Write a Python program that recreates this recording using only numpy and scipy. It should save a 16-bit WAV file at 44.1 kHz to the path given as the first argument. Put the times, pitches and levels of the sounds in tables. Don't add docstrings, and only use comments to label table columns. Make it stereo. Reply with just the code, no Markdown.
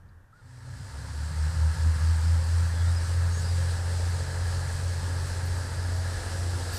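import sys
import numpy as np
from scipy import signal
from scipy.fft import rfft, irfft, next_fast_len
from scipy.io import wavfile
from scipy.ndimage import uniform_filter1d, map_coordinates

SR = 44100
rng = np.random.default_rng(int(sys.argv[2]) if len(sys.argv) > 2 else 0)


def unload_audio(sound):
    columns = np.transpose(np.atleast_2d(sound))
    steps = np.round(np.clip(columns, -1, 1) * 32767)
    wavfile.write(sys.argv[1], SR, steps.astype(np.int16))


def voltage_ratio(decibels):
    exponent = np.asarray(decibels, float) / 20
    return 10 ** exponent


N = 298998
T = np.arange(N) / SR


# time_s, near_firing_hz, far_lead_hz
ENGINE_SPEEDS = [(0.3, 57.9, 4.5), (0.7, 62, 4.5), (1.0, 66.7, 4.5), (1.3, 72.22, 4.5), (1.9, 79.05, 4.5),
                 (2.2, 81.56, 4.4), (2.5, 83.4, 3.7), (3.1, 85.5, 2.9), (3.7, 86.6, 2.45), (4.1, 86.9, 1.8),
                 (5.1, 87.45, 3.6), (5.8, 87.9, 1.8), (6.78, 88.3, 2.1)]
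# firing_hz, level_db
NEAR_PIPE_BOOM = [(58, -52), (67, -46), (72, -34.5), (79, -24.5), (81.6, -22.5), (83.5, -24), (85.6, -25),
                  (88, -25.7)]
FAR_PIPE_BOOM = [(62, -48), (71, -35), (76.5, -27.5), (80.3, -25), (83.6, -29), (87, -34.5), (89, -37.5),
                 (91, -40)]
# time_s, near_loss_db, far_loss_db
BOOM_LOSS = [(3.2, 0, 0), (4.4, 4, 6), (5.2, 4.5, 7), (5.8, 4.5, 0), (6.78, 5.5, 2)]
# time_s, order_1_5_db, order_2_db
MOVING_ORDERS = [(.4, -39, -38), (.7, -33, -36), (1.1, -39, -45), (1.55, -43, -40.5), (1.9, -55, -50.5),
                 (2.2, -53, -49.5), (3.1, -45, -48), (4.3, -43, -54), (5.2, -43.5, -56), (5.9, -47, -60.5),
                 (6.4, -53, -67)]
# multiple_of_firing_rate, level_db
STEADY_ORDERS = [(1 / 3, -63), (1 / 2, -53), (2 / 3, -53.5), (5 / 6, -53.5), (7 / 6, -47.5), (4 / 3, -48),
                 (5 / 3, -58), (11 / 6, -60.5), (13 / 6, -63.5), (7 / 3, -67), (5 / 2, -63.5)]
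# time_s, drone_db, hiss_db
DRONE_AND_HISS_LEVELS = [(.4, -50.5, -48), (1.0, -50.5, -45), (1.7, -53, -46), (2.7, -51, -45.5),
                         (3.9, -46.5, -44), (5.3, -47.5, -45), (5.9, -48, -45.5), (6.78, -44.5, -43)]
# centre_hz, width_hz, level_db, change_db_per_s, swell_db
BODY_PANELS = [(265, 12.4, -58.5, .5, -4), (431, 32, -64.5, 1.2, 9.5), (535.7, 25, -59, -0.4, 5.5),
               (897, 48, -58, -0.7, -1), (1686, 70, -57, 1.1, 2.5)]
# pitch_hz, density_db_per_hz
RUMBLE_SPECTRUM = [(12, -28), (20, -13), (32, -8), (50, -9.5), (65, -2), (90, -4), (130, -26), (200, -120)]
PUFF_SPECTRUM = [(40, -120), (65, -23), (95, 1.5), (140, -2), (170, -7.5), (210, -16.5), (260, -15),
                 (340, -47), (600, -120)]
DRONE_SPECTRUM = [(130, -37), (220, -9), (270, -4.5), (388, -4.5), (425, -4), (481, -0.5), (534, 0),
                  (726, -6), (800, -2.5), (1040, -28), (1760, -120)]
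ROAR_SPECTRUM = [(420, -17.5), (720, -12.5), (896, -0.5), (1070, -6.5), (1320, -2.5), (1450, -4), (1670, 0),
                 (2280, -14), (2500, -18), (3250, -27), (5500, -120)]
HISS_SPECTRUM = [(1350, -60), (2300, -12.5), (2560, -8), (3710, -7.5), (4040, -2.5), (4820, -1), (6400, -7),
                 (7400, -5), (7800, -2.5), (9500, -7), (10300, -12), (10750, -9), (11300, -12),
                 (13400, -16), (14250, -21), (14450, -120)]
TOP_HISS_SPECTRUM = [(8500, -120), (9800, 0), (10800, 9), (12500, -13), (14200, -21), (14450, -120)]
# time_s, pitch_hz, level_db
SWELLING_HUM = [(.42, 258, -72), (.6, 262, -64.5), (1.2, 266, -65), (1.6, 266, -72)]
# multiple_of_tooth_rate, first_level_db, change_db_per_s
GEAR_TONES = [(2, -67, 3.5), (3, -67, 5), (4, -67.5, 4.5), (6, -57.5, -.7)]
# start_s, level_db, t60_s
AIR_SPITS = [(5.271, -57, .09), (5.453, -53, .16), (5.955, -63, .1)]
# pitch_hz, density_db_per_hz
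SPIT_SPECTRUM = [(6000, -120), (9000, -20), (11500, -13), (13000, -4), (14300, 0), (15000, -9),
                 (15500, -120)]
BLOW_OFF_SPECTRUM = [(2000, -120), (3500, -12), (5500, -5), (8000, -4), (11000, -3), (12000, 0),
                     (13500, -1), (14900, -8), (15200, -120)]
# pitch_hz, level_db
BLOW_OFF_WHISTLES = [(3760, -55), (4662, -46.5), (5593, -53), (10799, -58), (12005, -56), (13329, -59)]
# time_s, pitch_hz, level_db
FLANGE_SQUEAL = [(4.03, 12640, -76), (4.06, 12700, -68), (4.11, 12620, -61), (4.16, 12650, -86)]
# start_s, length_s, first_hz, last_hz, middle_bend_hz, peak_db
BIRD_NOTES = [(2.64, .04, 4550, 4500, 20, -53), (2.72, .13, 3640, 3420, -130, -56.5),
              (2.85, .075, 3460, 3850, 32, -56), (2.958, .035, 5100, 4850, 50, -47),
              (3.311, .105, 6470, 6850, -70, -49.5), (3.432, .08, 4470, 4730, 370, -47.5),
              (4.118, .13, 6600, 6620, -82, -59), (4.3, .065, 6600, 6450, 20, -61)]
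# time_s, far_rumble_db, far_rush_db
FIELD_LEVELS = [(0, -51, -63.5), (.12, -52.5, -64.5), (.22, -58, -66), (.27, -59, -68), (.4, -58, -66)]
# pitch_hz, density_db_per_hz
FAR_RUMBLE_SPECTRUM = [(12, -43), (20, -8), (48, -9), (70, -9), (86, -4), (203, -22), (260, -31),
                       (340, -58), (570, -120)]
FAR_RUSH_SPECTRUM = [(140, -40), (240, -5), (300, -3), (400, -8), (550, -5), (650, -10), (900, -6),
                     (1260, -8), (1600, -5), (1850, -8), (2050, -22), (4100, -30), (13400, -32),
                     (14450, -120)]
# time_s, pitch_hz, level_db
DISTANT_HUM = [(0, 88, -60), (.08, 87, -61), (.145, 85, -54), (.2, 86, -56), (.26, 86, -72)]
DISTANT_CALL = [(.325, 1270, -72.5), (.355, 1440, -66), (.385, 1480, -63.5), (.445, 1250, -73)]
# pitch_hz, correlation
PORT_LIKENESS = [(30, .97), (70, .998), (200, .99), (450, .91), (750, .92), (1200, .98), (1700, .995),
                 (2700, .91), (3300, .97), (5800, .94), (6400, .86), (7400, .84), (8100, .96), (9000, .84),
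                 (10000, .52), (12500, .8), (13500, .6)]
# pitch_hz, left_minus_right_db
PORT_GAIN = [(60, 1.5), (200, 1.4), (270, .5), (440, 3), (700, 3), (1200, 1.4), (1700, 0), (3800, .2),
             (4300, 1.7), (6900, 1.5), (7900, 0), (10000, 5), (10600, 1.3), (12000, -1), (14200, -6)]
# pitch_hz, left_lead_rad
PORT_LEAD = [(60, 0), (500, .25), (1200, 0), (3800, -.05), (6900, -.38), (7400, -.7), (7900, -.2),
             (9450, -.36), (10000, -1.5), (12500, -2.7), (13300, -2.4), (14200, -2.9)]
# pitch_hz, density_db_per_hz
MICROPHONE_HISS = [(800, -120), (1800, 2), (14250, -5), (14450, -120)]

FADE_IN_S = (0.3, 1.7)


def unit(x):
    return x / np.sqrt(np.mean(x ** 2) + 1e-20)


def along(points, hz):
    f, v = np.transpose(points)
    return np.interp(np.log(hz + 1), np.log(f + 1), v)


def curves(rows):
    s, *columns = np.transpose(rows)
    return [np.interp(T, s, column) for column in columns]


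def wobble(rate):
    knots = rng.standard_normal(int(N * rate / SR) + 4)
    return map_coordinates(knots, [T * rate])


def turns(hz):
    return 2 * np.pi * np.cumsum(hz) / SR


def filtered(x, response):
    m = next_fast_len(N + 8192)
    return irfft(rfft(x, m) * response(np.fft.rfftfreq(m, 1 / SR)), m)[..., :N]


def rush(spectrum, patchy_db):
    z = signal.stft(rng.standard_normal((2, N)), nperseg=512)[2]
    patches = uniform_filter1d(rng.standard_normal(z.shape[1:]), size=4, axis=0)
    patches = uniform_filter1d(patches, size=12, axis=1)
    pair = signal.istft(z * voltage_ratio(patchy_db * unit(patches)), nperseg=512)[1][:, :N]

    def shape(hz):
        angle = np.arccos(np.clip(along(PORT_LIKENESS, hz), 0, 1)) / 2
        return voltage_ratio(along(spectrum, hz)) * [np.cos(angle), np.sin(angle)]

    mid, side = filtered(pair, shape)
    return unit(np.array([mid + side, mid - side]))


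def whistle(rows, flutter_db):
    hz, db = curves(rows)
    edge = np.clip(np.minimum(T - rows[0][0], rows[-1][0] - T) / 0.006, 0, 1)
    return np.sqrt(2) * edge * voltage_ratio(db + flutter_db * wobble(60)) * np.sin(turns(hz))


def railcar():
    near_hz, lead_hz = curves(ENGINE_SPEEDS)
    far_hz = near_hz + lead_hz
    near = turns(near_hz)
    far = turns(far_hz) - 2 * np.pi * 0.42
    since = T - FADE_IN_S[1]
    drone_db, hiss_db = curves(DRONE_AND_HISS_LEVELS)
    blows = knocks(near, scatter=0.54) + 0.75 * knocks(far, scatter=0.52)
    total = exhaust_tones(near_hz, far_hz, near, far, since)
    total = total + body_drone(blows, drone_db) + panels(blows, since)
    total = total + engine_noise(near, far, since, drone_db, hiss_db)
    return np.interp(T, FADE_IN_S, (0, 1)) * total


def exhaust_tones(near_hz, far_hz, near, far, since):
    near_loss_db, far_loss_db = curves(BOOM_LOSS)
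    near_boom_db = along(NEAR_PIPE_BOOM, near_hz) - near_loss_db + 0.38 * wobble(8)
    far_boom_db = along(FAR_PIPE_BOOM, far_hz) - far_loss_db
    tones = voltage_ratio(near_boom_db) * np.sin(near) + voltage_ratio(far_boom_db) * np.sin(far)
    half_db, second_db = curves(MOVING_ORDERS)
    orders = [(1.5, half_db), (2, second_db)]
    for k, db in STEADY_ORDERS:
        growth_db = 1.22 * since if k < 1 else 0
        orders.append((k, db - 1.5 + growth_db))
    for phase, trim_db in ((near, -1.5), (far, -5)):
        for k, db in orders:
            drift = rng.uniform(0, 2 * np.pi) + 0.45 * k * wobble(4)
            tones += voltage_ratio(db + trim_db + 2.5 * wobble(4)) * np.sin(k * phase + drift)
    return np.sqrt(2) * tones


def knocks(phase, scatter):
    at = np.flatnonzero(np.diff(phase // (2 * np.pi)))
    size, late = rng.standard_normal((2, 6))[:, np.arange(len(at)) % 6]
    size = size + scatter * rng.standard_normal(len(at))
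    shift = (0.00197 * SR * late).astype(int)
    return np.bincount(np.clip(at + shift, 0, N - 1), size, N)


def body_drone(blows, drone_db):
    return voltage_ratio(drone_db - 5.5) * unit(filtered(blows, lambda f: voltage_ratio(along(DRONE_SPECTRUM, f))))


def panels(blows, since):
    shake = unit(blows) + 1.3 * rng.standard_normal(N)
    swell = np.exp(-((T - 4.03) / 1.0) ** 2)
    total = np.zeros(N)
    for c, w, db, db_per_s, swell_db in BODY_PANELS:
        ring = unit(filtered(shake, lambda f: (1j * f * w / (c * c - f * f + 1j * f * w)) ** 2))
        sway_db = 2.5 * wobble(3)
        total += voltage_ratio(db - 3.5 + db_per_s * since + swell_db * swell + sway_db) * ring
    return total


def engine_noise(near, far, since, drone_db, hiss_db):
    firing_db = 0.5 * (np.cos(near + 1.4) + 0.73 * np.cos(far + 1.7))
    surge = wobble(6)
    rumble_db = -47 + 1.15 * since + 1.6 * wobble(4.216)
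    puff_db = -42 - 1.9 * since + 1.06 * wobble(5.5)
    roar_db = -45 + 0.06 * since + 0.43 * surge + firing_db
    moving_hiss_db = hiss_db + 0.29 * surge + 0.57 * wobble(12) + firing_db
    noise = voltage_ratio(rumble_db) * rush(RUMBLE_SPECTRUM, patchy_db=2.0)
    noise += voltage_ratio(puff_db) * rush(PUFF_SPECTRUM, patchy_db=2.0)
    noise += voltage_ratio(drone_db - 2 + 0.46 * surge) * rush(DRONE_SPECTRUM, patchy_db=0.5)
    noise += voltage_ratio(roar_db) * rush(ROAR_SPECTRUM, patchy_db=1.0)
    noise += voltage_ratio(moving_hiss_db) * rush(HISS_SPECTRUM, patchy_db=0.76)
    noise += voltage_ratio(-73.5 + 3 * since) * rush(TOP_HISS_SPECTRUM, patchy_db=1.5)
    return noise


def driveline():
    since = np.clip(T - 4.6, 0, None)
    tooth_hz = 86.5 + 15.2 * since
    stack = np.zeros(N)
    for k, db, db_per_s in GEAR_TONES:
        level = voltage_ratio(db + db_per_s * since + 3.5 * wobble(9))
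        stack += level * np.sin(k * turns(tooth_hz + 0.9 * wobble(14)))
    fade_in = np.clip(since / 0.27, 0, 1)
    return np.sqrt(2) * fade_in * stack


def air():
    spits = sum((T > s) * voltage_ratio(db - 60 * np.abs(T - s) / t60) for s, db, t60 in AIR_SPITS)
    whistling = np.zeros(N)
    for hz, db in BLOW_OFF_WHISTLES:
        whistling += voltage_ratio(db + wobble(40)) * np.sin(turns(hz + 12 * wobble(60)))
    jet = voltage_ratio(-43.5) * rush(BLOW_OFF_SPECTRUM, patchy_db=2.5) + np.sqrt(2) * whistling
    rise = 1 - np.exp(-np.clip(T - 6.722, 0, None) / 0.012)
    return (spits * rush(SPIT_SPECTRUM, patchy_db=3) + rise * jet) * voltage_ratio([[-3], [2]])


def flange():
    return whistle(FLANGE_SQUEAL, flutter_db=4) * voltage_ratio([[-2], [1]])


def birds():
    u = np.linspace(0, 1, 12)
    arch = 1 - (2 * u - 1) ** 2
    total = np.zeros(N)
    for start, length, first_hz, last_hz, bend_hz, peak_db in BIRD_NOTES:
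        hz = first_hz + (last_hz - first_hz) * u + bend_hz * arch
        db = peak_db - 8 * (1 - arch) ** 2
        total += whistle(np.transpose([start + length * u, hz, db]), flutter_db=2.2)
    return total * voltage_ratio([[-4], [2]])


def tick():
    start, hz = 0.088, 4800
    decay = (T > start) * voltage_ratio(-62 - 60 * np.abs(T - start) / 0.04)
    return decay * rush([(hz / 2, -40), (hz, 0), (hz * 2, -40)], patchy_db=7.0)


def field():
    rumble_db, rush_db = curves(FIELD_LEVELS)
    far = voltage_ratio(rumble_db) * rush(FAR_RUMBLE_SPECTRUM, patchy_db=1.0)
    far += voltage_ratio(rush_db) * rush(FAR_RUSH_SPECTRUM, patchy_db=1.0)
    fade_out = np.clip((0.7 - T) / 0.33, 0, 1)
    hum = whistle(DISTANT_HUM, flutter_db=3.0) * voltage_ratio([[2.5], [-2.5]])
    call = whistle(DISTANT_CALL, flutter_db=5)
    return fade_out * far * voltage_ratio([[1.1], [-1.1]]) + hum + call + tick()


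def scene():
    hum = whistle(SWELLING_HUM, flutter_db=1.5)
    return railcar() + hum + driveline() + air() + flange() + birds() + field()


def top_cut(x):
    return signal.sosfilt(signal.butter(12, 15180, fs=SR, output="sos"), x)


def record(dry):
    hiss = filtered(rng.standard_normal((2, N)), lambda hz: voltage_ratio(along(MICROPHONE_HISS, hz)))
    noisy = dry + voltage_ratio(-76.5) * unit(hiss)

    def ports(hz):
        left = voltage_ratio(along(PORT_GAIN, hz) / 2) * np.exp(0.5j * along(PORT_LEAD, hz))
        return np.array([left, 1 / left])

    mix = filtered(noisy, ports)
    return top_cut(mix)


dry = scene()
out = record(dry)
unload_audio(out)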